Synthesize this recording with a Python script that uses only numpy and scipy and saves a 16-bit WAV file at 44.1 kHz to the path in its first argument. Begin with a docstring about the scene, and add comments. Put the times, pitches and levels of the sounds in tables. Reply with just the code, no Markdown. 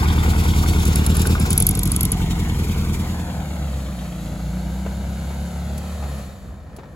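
"""A loping engine beat: an old air-cooled flat-four pulls away on one cylinder too few, then drones through
a covered wooden bridge and fades. Each firing is a pressure pulse that excites the exhaust pipes, and the
bridge reinforces the harmonics near its resonances. Under load, gas chirps through a leaky exhaust joint.
Valve ticks and clanks ring the engine's sheet metal over the turbulent noise of fan, tyres and leaves;
a few hollow knocks and clicks of grit sound in between."""
import sys
import numpy as np
from scipy import signal
from scipy.fft import rfft, irfft, next_fast_len
from scipy.io import wavfile
from scipy.ndimage import uniform_filter1d, map_coordinates

SR = 44100
rng = np.random.default_rng(int(sys.argv[2]) if len(sys.argv) > 2 else 0)


def to_wav(sig):
    """Store sig (one row per channel, or 1-D mono) as 16-bit WAV at the path in sys.argv[1].

    Samples outside -1..1 are clipped; the rate is SR.
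    """
    pcm = np.clip(np.atleast_2d(sig), -1, 1) * 32767
    pcm = np.round(pcm).astype(np.int16)
    wavfile.write(sys.argv[1], SR, pcm.T)  # frames by channels


N = 306495
TIME = np.arange(N) / SR
CYCLE = 4  # firings per engine cycle; "crank" is the running count of firings
SPLIT_HZ = 6400  # the stereo image follows the car only below this

# engine speed: time_s, firing_rate_hz
FIRING_RATE = [(0.0, 39.06), (0.72, 40.5), (1.0, 37.36), (1.31, 39.92), (1.45, 36.58), (1.74, 49.76),
               (1.95, 45.11), (2.28, 43.78), (2.6, 40.01), (3.25, 39.71), (3.8, 32.67), (4.25, 27.92),
               (4.75, 31.63), (5.4, 34.96), (5.95, 36.68), (6.3, 32.59), (6.95, 31.02)]
# spectrum of the fan inside the bridge: frequency_hz, level_db
HALL_SPECTRUM = [(200, -5), (310, -11), (400, -11), (490, 5.5), (565, 0.5), (660, 1), (810, 1), (1100, -4),
                 (1380, -7.5), (1490, -8), (1620, -5.5), (1900, -10), (2800, -20)]
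# bright spectrum of escaping gas and of grit: frequency_hz, level_db
BRIGHT_SPECTRUM = [(1800, -32), (3500, -10), (5200, -12.5), (7500, -9), (11000, -7), (15500, -20.5)]


def amp(db):
    """Decibels to amplitude ratio."""
    return 10 ** (np.asarray(db) / 20)


def unit(x):
    """Normalisation to rms 1."""
    return x / np.sqrt(np.mean(x ** 2) + 1e-20)


def steady(x):
    """Running normalisation to rms 1 over a few tenths of a second."""
    size = SR // 5
    power = np.mean(np.atleast_2d(x) ** 2, axis=0)
    return x / np.sqrt(np.abs(uniform_filter1d(uniform_filter1d(power, size), size)) + 1e-20)


def along(points, hz):
    """Interpolation of (frequency_hz, value) points on a logarithmic frequency axis."""
    frequencies, values = np.transpose(points)
    return np.interp(np.log(hz + 1), np.log(frequencies + 1), values)


def curves(rows):
    """Linear interpolation, sample by sample, of each column after the time."""
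    times, *columns = np.transpose(rows)
    return [np.interp(TIME, times, column) for column in columns]


def wobble(rate_hz):
    """Smooth random modulation: a spline through rate_hz random values a second."""
    return map_coordinates(rng.standard_normal(int(N * rate_hz / SR) + 4), [TIME * rate_hz])


def gate(crank, at, width, period):
    """Periodic Gaussian pulse; position, width and period are in firings."""
    offset = np.mod(crank - at + period / 2, period) - period / 2
    return np.exp(-.5 * (offset / width) ** 2)


def bursts(events, rise_s, fall_s):
    """Envelope with an exponential attack and decay at each (start_s, level_db) event."""
    envelope = np.zeros(N)
    for s, db, *_ in events:
        t = TIME[:min(SR // 4, N - round(s * SR))]
        envelope[round(s * SR):][:len(t)] += amp(db) * (1 - np.exp(-t / rise_s)) * np.exp(-t / fall_s)
    return envelope


def add(track, start_s, sound):
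    """Superposition of a sound on a stereo track."""
    track[:, round(start_s * SR):][:, :sound.shape[1]] += sound


def filtered(x, response):
    """Linear filtering: the spectrum is multiplied by a complex frequency response."""
    size = next_fast_len(N + SR // 2)
    return irfft(rfft(x, size) * response(np.fft.rfftfreq(size, 1 / SR)), size)[..., :N]


def impulse_response(spectrum, size=16384):
    """Minimum-phase response with the given magnitude, by folding the cepstrum."""
    cepstrum = irfft(np.log(amp(along(spectrum, np.fft.rfftfreq(size, 1 / SR)))))
    cepstrum[1:size // 2] *= 2
    cepstrum[size // 2 + 1:] = 0
    return irfft(np.exp(rfft(cepstrum)))


def noise(spectrum):
    """Partially coherent stereo noise of rms 1, nearly mono in the bass."""
    # likeness of left and right: frequency_hz, correlation
    coherence = [(200, 0.94), (500, 0.94), (1200, 0.73), (2000, 0.32), (4500, 0.66), (6000, 0.31),
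                 (7000, 1), (15000, 1)]

    def colour(hz):
        angle = np.arccos(np.clip(along(coherence, hz), -1, 1)) / 2
        lowpass = 1 / (1 + (hz / spectrum[-1][0] / 2) ** 4)
        highpass = 1 / (1 + (spectrum[0][0] / 2 / (hz + 1)) ** 4)
        return lowpass * highpass * amp(along(spectrum, hz)) * np.array([np.cos(angle), np.sin(angle)])
    mid, side = filtered(rng.standard_normal((2, N)), colour)
    return unit(np.array([mid + side, mid - side]))


def multipath(x, depth_db, size=1024):
    """Multipath fading: narrow bands swell and sink as the sound finds shifting paths."""
    bands = signal.stft(x, nperseg=size)[2]
    fading = uniform_filter1d(rng.standard_normal(bands.shape[1:]), size=3, axis=0)
    fading = unit(uniform_filter1d(fading, size=18, axis=1))
    return unit(signal.istft(bands * amp(depth_db * fading), nperseg=size)[1][:, :N])


def road_reflection(x, share, dull_hz=4500):
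    """Comb filtering: a duller reflection off the road interferes with the direct sound."""
    # delay of the reflection as the car moves: time_s, lag_ms
    delays = [(0, .87), (.6, .87), (1.15, .74), (1.6, .85), (1.95, .88), (2.25, 1), (2.45, 1.02),
              (2.75, .83), (2.95, .85), (3.2, 1.15), (3.85, 1.66), (4.55, 1.37), (5.45, 1.35), (5.9, 1.6),
              (6.95, 1.66)]
    lag_s = curves(delays)[0] / 1000
    bounce = filtered(x, lambda hz: share / (1 + (hz / dull_hz) ** 4))
    return steady(x + np.array([np.interp(TIME - lag_s, TIME, side) for side in bounce]))


def reverberation(x):
    """Diffuse reflections from trees and timber walls form a short, exponentially decaying tail."""
    # reverberation time of the bridge: frequency_hz, t60_s
    decay_times = [(60, 0.4), (200, 0.95), (1000, 0.14), (8000, 0.19)]
    hz, t, bands = signal.stft(rng.standard_normal(SR // 2), SR, nperseg=256)
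    tail = signal.istft(bands * amp(-60 * t / along(decay_times, hz)[:, None]), SR, nperseg=256)[1]
    return signal.fftconvolve(x, tail / np.linalg.norm(tail))[:N]


def beyond(fade_s, exit_s=6.185):
    """Linear ramp from 0 to 1 as the car leaves the far end of the bridge."""
    return np.clip((TIME - exit_s) / fade_s, 0, 1)


def placed(x):
    """An arrival-time difference carries the car from the left to the centre."""
    # head start at the left microphone: time_s, lead_ms
    bearing = [(0, 0.25), (1.2, 0.22), (2.1, 0.099), (3.2, 0.096), (5.2, -0.035), (6.95, -0.018)]
    lead_s = curves(bearing)[0] / 1000
    low = filtered(x, lambda hz: hz < SPLIT_HZ)
    moved = [map_coordinates(side, [(TIME + sign * lead_s / 2) * SR], mode="nearest")
             for side, sign in zip(low, (1, -1))]
    return x - low + np.array(moved)


def rumble():
    """Low noise under random amplitude modulation makes a faint, uneven rumble."""
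    # rumble spectrum: frequency_hz, level_db
    spectrum = [(22, -24), (40, -10.5), (65, 1.5), (110, -6.5), (200, -10.5), (350, -21.5), (800, -31.5)]
    return amp(-36.5 + 2.5 * wobble(12)) * noise(spectrum)


def roadside(t60_s=0.037):
    """Impact sounds: a knock is a thud with two damped woody modes, a grit click a brief noise burst."""
    # hollow knocks: start_s, level_db, pitch_hz
    knocks = [(4.569, -32, 650), (4.852, -41, 1390), (4.861, -24.5, 464), (5.305, -26, 375),
              (6.025, -28, 810), (6.037, -31, 806), (6.786, -29, 380), (6.833, -34, 896)]
    # spectrum of their thud: frequency_hz, level_db
    thud_spectrum = [(60, -21), (150, 4), (350, 11.5), (800, 4.5), (1600, -0.5), (3000, -11), (8000, -24)]
    # clicks of grit: start_s, level_db
    grit = [(3.5394, -48), (5.7788, -27.5), (6.764, -34.5)]
    wood, t = np.zeros(N), TIME[:SR // 10]
    for s, db, hz in knocks:
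        modes = np.sin(2 * np.pi * hz * t) + 0.41 * np.sin(2 * np.pi * 1.49 * hz * t)
        wood[round(s * SR):][:len(t)] += amp(db - 2 - 60 * t / t60_s) * modes
    thuds = bursts(knocks, rise_s=0.00098, fall_s=0.017) * noise(thud_spectrum)
    clicks = bursts(grit, rise_s=0.00037, fall_s=0.0075) * noise(BRIGHT_SPECTRUM)
    return wood + amp(-6) * (thuds + clicks)


def throb(crank, t60_s=0.26, accent=0.39):
    """Periodic excitation: each firing rings the timber hall alike, so the harmonics follow the revs."""
    firings = np.arange(int(crank[-1]))
    onsets = np.round(np.interp(firings, crank, TIME) * SR).astype(int)
    beats = np.bincount(onsets, 1 + accent * (firings % 2), N)
    t = TIME[:SR // 4]
    tail = noise(HALL_SPECTRUM)[:, :len(t)] * amp(-60 * t / t60_s)
    return steady(signal.fftconvolve(beats[None], tail, axes=1)[:, :N])


def moving_air(crank, inside, mouth_s=2.74, mouth_fade_s=0.55):
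    """Turbulence noise: whirr and hiss pulse with the crank nearby; far off the hiss is an even rush."""
    # strength of the air noise: time_s, whirr_db, hiss_db
    levels = [(0, -28, -35.5), (0.6, -31.5, -32), (1.5, -32, -32.5), (1.72, -37, -38), (2.4, -35.5, -37.5),
              (2.9, -38, -37.5), (3.3, -35.5, -43.5), (4.15, -40, -45.5), (6.1, -38.5, -44.5)]
    # spectra of the fan, the engine's hiss, and tyres and leaves: frequency_hz, level_db
    fan_spectrum = [(200, -21.5), (380, 0), (450, 1), (510, -5.5), (590, -3), (680, 0), (750, 2.5),
                    (830, -3.5), (950, -2.5), (1200, -7.5), (1500, -5.5), (2000, -8.5), (2800, -16.5)]
    engine_spectrum = [(1300, -16), (2000, -3.5), (2400, 2), (2900, 0.5), (3400, 0.5), (4200, -1),
                       (5500, -1.5), (7000, -1), (10000, -1), (13000, -4.5), (15500, -8)]
    road_spectrum = [(1300, -39), (2000, 4.5), (3000, 4.5), (4300, 6.5), (5300, -2.5), (6800, 6),
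                     (8000, 1.5), (11000, 2.5), (15000, -6.5)]
    walled = np.clip((TIME - mouth_s) / mouth_fade_s, 0, 1)  # the bridge takes over the colour
    far = np.maximum(inside, walled)
    # the dead cylinder blows unburnt charge where its bang should be
    chuff = unit(1 + 0.3 * gate(crank, 1.9, 0.22, CYCLE) + 0.43 * gate(crank, 0.18, 0.46, period=1))
    hall = unit(noise(HALL_SPECTRUM) + .9 * throb(crank))
    fan = chuff * multipath(noise(fan_spectrum), depth_db=2.0)
    whirr = road_reflection(np.sqrt(1 - walled) * fan + np.sqrt(walled) * hall, share=.4)
    # the valve gear spits once a turn of the crankshaft
    ticks = unit(1 + 0.5 * gate(crank, 1.265, 0.29, period=2) + 0.5 * gate(crank, 3.7, 0.55, CYCLE))
    spit = amp(1.9 + 2.8 * wobble(60)) * ticks * multipath(noise(engine_spectrum), depth_db=2.5)
    road = multipath(noise(road_spectrum), depth_db=1.2)
    hiss = road_reflection(np.sqrt(1 - far) * spit + np.sqrt(far) * road, share=.33)
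    whirr_db, hiss_db = curves(levels)
    whirr_db += -1.5 + 0.61 * wobble(25) - 9 * beyond(fade_s=0.23)
    hiss_db += 0.14 + 0.63 * wobble(12) - 17.5 * beyond(fade_s=0.43)
    return amp(whirr_db) * whirr + amp(hiss_db) * hiss


def tin_tap(pitch_hz, spread_octaves=0.36, others_db=-19, scatter_db=3, detune=0.011, rise_s=0.00016):
    """Modal ringing of struck sheet metal, peak 1; the modes near pitch_hz are excited most."""
    # modes of the rocker covers and engine tin: frequency_hz, level_db, t60_s
    modes = [(896, 6, 0.083), (1071, 1, .05), (1212, 8, .06), (1478, 15.5, 0.033), (2195, 4.5, 0.069),
             (2395, 1, 0.058), (2773, -2, 0.16), (3100, 5, 0.06), (3295, -4.5, 0.19), (3520, 2, 0.11),
             (3770, 0.5, 0.097), (4400, 1.5, 0.068), (6900, -2.5, .05)]
    t = TIME[:SR // 14]
    hz, db, t60_s = np.transpose(modes)[:, :, None]
    chance = rng.standard_normal((4, len(hz), 1))
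    excitation = np.exp(-.5 * (np.log2(hz / pitch_hz) / spread_octaves) ** 2) + amp(others_db)
    envelopes = excitation * amp(db + scatter_db * chance[0] - 60 * t / t60_s)
    phase = 2 * np.pi * (hz * (1 + detune * chance[1]) * t + rng.random(hz.shape))
    stereo_phase = 0.28 * np.pi * chance[2:]
    tap = (envelopes * np.sin(phase + stereo_phase)).sum(axis=1) * (1 - np.exp(-t / rise_s))
    return tap / np.abs(tap).max()


def tappets(crank, turn_s=1.66, turn_length_s=.8, scatter_db=3.0):
    """Each valve taps the tin once a cycle; directivity shifts the balance as the car turns its back."""
    # clatter, plainest while the engine lid faces the microphone: time_s, level_db
    levels = [(0, -36.5), (.75, -36), (1.1, -40.5), (1.5, -42.5), (1.9, -44.5), (2.3, -41), (2.9, -45),
              (3.2, -51), (3.8, -50.5), (4.2, -54), (4.6, -70)]
    # taps within a cycle, heard from two sides: position_firings, pitch_hz, side_db, behind_db
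    valves = [(1.149, 950, -4, -11), (1.219, 2400, -6, -1), (2.201, 1000, -10, -13), (2.25, 2250, -4, -5),
              (3.07, 1000, -8, -9.5), (3.25, 3450, -4.5, 0), (3.281, 2300, -11.5, 1),
              (3.97, 3600, -5.5, -5.5)]
    clatter, end_s = np.zeros((2, N + SR)), levels[-1][0]
    for cycle in np.arange(0, np.interp(end_s, TIME, crank), CYCLE):
        for position, hz, side_db, behind_db in valves:
            s = np.interp(cycle + position, crank, TIME)
            behind = np.clip((s - turn_s) / turn_length_s + .5, 0, 1)
            db = side_db + behind * (behind_db - side_db) + scatter_db * rng.standard_normal()
            add(clatter, s, amp(db) * tin_tap(hz))
    return (TIME < end_s) * amp(curves(levels)[0]) * road_reflection(clatter[:, :N], share=0.16)


def clanks():
    """Impact excitation: now and then a valve taps much harder, and the engine tin rings out loudly as the car
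    lopes off."""
    # harder valve taps on the tin: start_s, peak_db, pitch_hz
    strikes = [(0.03, -16.5, 885), (0.132, -34, 880), (0.179, -20, 940), (0.234, -18, 850),
               (0.3865, -51, 3440), (0.4868, -31, 3320), (0.5876, -24, 3460), (0.638, -16, 1150),
               (0.6858, -35, 3430), (0.8036, -24, 3650), (1.254, -19, 1290), (1.352, -17, 1400),
               (1.454, -19, 1210), (2.204, -24.5, 1050)]
    track = np.zeros((2, N + SR))
    for s, db, hz in strikes:
        add(track, s, amp(db) * tin_tap(hz))
    return track[:, :N]


def leak(centre_s=0.0014, width_s=0.0019, fall_hz_per_s=190000, rough_rad=0.57):
    """Jet noise: gas spits through a loose joint, each puff of hiss holding a rough, falling whistle."""
    # spits of the joint: start_s, chirp_db, pitch_hz, hiss_db
    spits = [(0.8525, -20.5, 9700, -23.5), (0.879, -22, 10200, -29.5), (0.957, -11, 10300, -22.5),
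             (1.0635, -12.5, 10400, -21), (1.1515, -31, 11500, -44), (1.168, -15, 10100, -28),
             (1.1944, -30, 10800, -26), (1.217, -28, 10900, -22), (1.271, -14, 10340, -25),
             (1.399, -17, 10200, -36.5), (1.5049, -9.5, 10300, -32), (1.529, -12, 10200, -23),
             (1.5776, -2.5, 10900, -27.5), (1.602, -5.5, 11150, -35), (1.623, -7, 10800, -29),
             (1.6669, -2.5, 11440, -23.5), (1.69, -6, 11400, -43), (1.7096, -14.5, 10900, -28),
             (1.7512, -17, 10900, -24.5), (1.773, -23, 11950, -37), (1.7916, -13, 11100, -29),
             (1.8322, -13.5, 11740, -24), (1.8549, -20, 11400, -26), (1.8743, -18.5, 11000, -28.5),
             (1.9177, -10, 10800, -27), (1.9625, -9.5, 11100, -28.5), (2.008, -10.5, 11350, -25.5),
             (2.031, -10, 11400, -32), (2.052, -12.5, 11200, -24), (2.1186, -8.5, 11140, -28)]
    whistle, t = np.zeros(N), TIME[:SR // 50] - centre_s
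    for s, db, hz, _ in spits:
        flutter = unit(uniform_filter1d(uniform_filter1d(rng.standard_normal(len(t)), 30), 30))
        tone = np.sin(2 * np.pi * (hz * t - fall_hz_per_s * t ** 2 / 2) + rough_rad * flutter)
        whistle[round(s * SR):][:len(t)] += amp(db - 1.5) * np.exp(-.5 * (t / width_s) ** 2) * tone
    puff = amp(3) * bursts([(s, db) for s, _, _, db in spits], rise_s=.0008, fall_s=.0045)
    spray = amp(-12) * bursts(spits, rise_s=.001, fall_s=.0028)
    return whistle + (puff + spray) * noise(BRIGHT_SPECTRUM)


def drone(crank, full_from_s=4.27, full_to_s=5.76, fade_db_per_s=33, flutter_db=2.0):
    """Forced resonance: engine harmonics swell as they sweep through the air modes of the bridge."""
    # harmonics of the firing rate: order, level_db
    harmonics = [(3, -5.5), (4, -4), (5, -1.5), (6, -1.5), (7, -5.5), (8, -5), (9, -1.5), (11, 4.5),
                 (12, -2), (16, -10), (23, -6)]
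    # response of the air in the bridge: frequency_hz, gain_db
    resonances = [(90, -5), (106, -1), (120, -9), (132, -7), (152, 3.5), (172, 1.5), (192, 6), (212, -3),
                  (240, -6), (300, -16), (370, -24), (450, -33), (570, -11.5), (680, -26.5), (820, -15),
                  (900, -34)]
    rate_hz, = curves(FIRING_RATE)
    away_s = np.maximum(full_from_s - TIME, 0) + np.maximum(TIME - full_to_s, 0)
    tones = np.zeros(N)
    for order in range(3, 24):
        db = along(harmonics, order) + along(resonances, order * rate_hz) + flutter_db * wobble(24)
        tones += amp(db) * np.sin(2 * np.pi * (order * crank + rng.random()))
    return np.sqrt(2) * amp(-36 - fade_db_per_s * away_s) * tones


def blowdown(crank):
    """Pulsed turbulence: gas rushes out as each exhaust valve opens."""
    # surges within a cycle: position_firings, width_firings, strength
    surges = [(.3, 0.19, 0.41), (1.4, 0.074, 0.63), (1.95, 0.15, 0.54), (2.3, 0.033, 0.35),
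              (3.15, 0.2, 0.91)]
    # spectrum of the gas: frequency_hz, level_db
    spectrum = [(60, -26), (120, -8), (210, -7), (300, -7), (400, -13), (460, -9), (530, -19.5), (600, -55),
                (1200, -75)]
    flow = .45 + sum(strength * gate(crank, at, width, CYCLE) for at, width, strength in surges)
    return unit(flow) * noise(spectrum)


def firing_pulses(crank, misfire, scatter_db=0.84, jitter_s=0.00014, stumble_db=-10.5):
    """Pulse train of bangs and softer piston pushes; one bang missing in four makes subharmonics."""
    # misfiring cylinders in firing order: bang_size, bang_lag_firings, push_size, push_lag_firings
    misfiring = [(1.05, .27, .3, .6), (.02, .3, .45, .73), (.9, .27, .33, .98), (1.35, .31, .6, .74)]
    # the same columns for every cylinder of the evenly running engine
    even = (0.85, 0.2965, 0.76, 0.786)
    # a live cylinder fails to catch as the clutch bites: time_s
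    stumbles = [1.376, 1.48, 1.94, 2.095]
    firings = np.arange(int(crank[-1]) + 1)
    uneven = np.interp(firings, crank, misfire)[:, None]
    blend = uneven * np.array(misfiring)[firings % CYCLE] + (1 - uneven) * np.array(even)
    bang, bang_lag, push, push_lag = blend.T
    stumbled = np.isin(firings, np.round(np.interp(stumbles, TIME, crank)))
    chance = rng.standard_normal((len(firings), 4)).T

    def train(sizes, lag, offset_s):
        times = np.interp(firings + lag, crank, TIME) + offset_s
        return np.bincount(np.clip(np.round(times * SR).astype(int), 0, N - 1), sizes, N)
    bangs = train(bang * amp(scatter_db * chance[1] + stumble_db * stumbled), bang_lag, jitter_s * chance[0])
    pushes = train(push * amp(1.1 * chance[2]), push_lag, jitter_s * chance[3])
    return bangs + pushes


def exhaust(crank, misfire, inside, crossover_hz=105, lag_s_per_hz=.000006):
    """Source and filter: the firing pulses ring the pipes, giving a low boom and a higher bark."""
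    # spectrum of one puff from the tail pipes: frequency_hz, level_db
    pipe_spectrum = [(24, -53.5), (33, -7), (42, 14.5), (60, 18), (80, 10.5), (100, 2), (130, -1),
                     (165, -4), (212, -5), (250, -14.5), (300, -13.5), (350, -22), (450, -37.5), (650, -45),
                     (1500, -59.5)]
    # levels, falling with distance and as the throttle eases: time_s, boom_db, bark_db
    levels = [(0, -16, -22), (1.25, -16.5, -20), (1.75, -21.5, -22), (2.9, -22.5, -23.5),
              (3.3, -30.5, -28.5), (3.75, -24, -30), (4.15, -32, -35.5), (4.6, -25, -40.5),
              (5.92, -29, -40), (6.12, -27, -35)]
    pipe = signal.fftconvolve(firing_pulses(crank, misfire), impulse_response(pipe_spectrum))[:N]
    # dispersion: the silencer delays higher frequencies a little longer
    pipe = filtered(pipe, lambda hz: np.exp(-1j * np.pi * lag_s_per_hz * hz ** 2))
    boom = filtered(pipe, lambda hz: 1 / (1 + (hz / crossover_hz) ** 8))
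    bark = pipe - boom
    # the bridge favours the upper part of the bark
    low_bark = filtered(bark, lambda hz: np.exp(-.5 * ((hz - 125) / 30) ** 2))
    bark = steady(bark - 0.27 * inside * low_bark)
    gas = amp(-7 - 7.2 * inside) * blowdown(crank)
    echo = amp(-10 + 14 * inside) * steady(reverberation(bark))
    boom_db, bark_db = curves(levels)
    boom = amp(boom_db - 1.7 - 13 * beyond(fade_s=0.082)) * steady(boom)
    bark = amp(bark_db - 0.35) * steady(bark + echo + gas)
    return amp(-24 * beyond(fade_s=0.25)) * (boom + bark)


def scene():
    """Superposition of the sources; one crank phase keeps exhaust, drone, air and valves in step."""
    # depth of the misfire and way towards and into the bridge: time_s, misfire_share, inside_share
    drive = [(0, 0.74, 0.34), (1.35, 0.79, 0), (1.7, 0.97, 0.47), (2.3, 1, 0.48), (3, 0.79, 0.46),
             (3.6, 0.29, 0.82), (4.5, 0.13, 1), (6.95, 0, 0.6)]
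    crank = np.cumsum(curves(FIRING_RATE)[0]) / SR
    misfire, inside = np.clip(curves(drive), 0, 1)
    engine = exhaust(crank, misfire, inside) + rumble() + drone(crank)
    car = engine + moving_air(crank, inside) + tappets(crank) + clanks() + leak()
    return placed(car) + roadside()


def record(dry, top_hz=15900):
    """Level and phase differences: a band-limited microphone pair leans left and shifts the top treble."""
    # balance of the pair: frequency_hz, left_minus_right_db
    lean = [(60, -.4), (200, .3), (330, 1), (500, 3.5), (700, 4), (1300, 2.3), (2400, 1), (4400, 0.4),
            (15000, -0.1)]

    def pair(hz):
        sides = np.array([[.5], [-.5]])
        shift_rad = -2 * np.pi * (hz - 6900) / 4500 * (hz > SPLIT_HZ)
        return amp(sides * along(lean, hz)) * np.exp(1j * sides * shift_rad) * (hz < top_hz)
    return filtered(dry, pair)


dry = scene()
out = record(dry)
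to_wav(out)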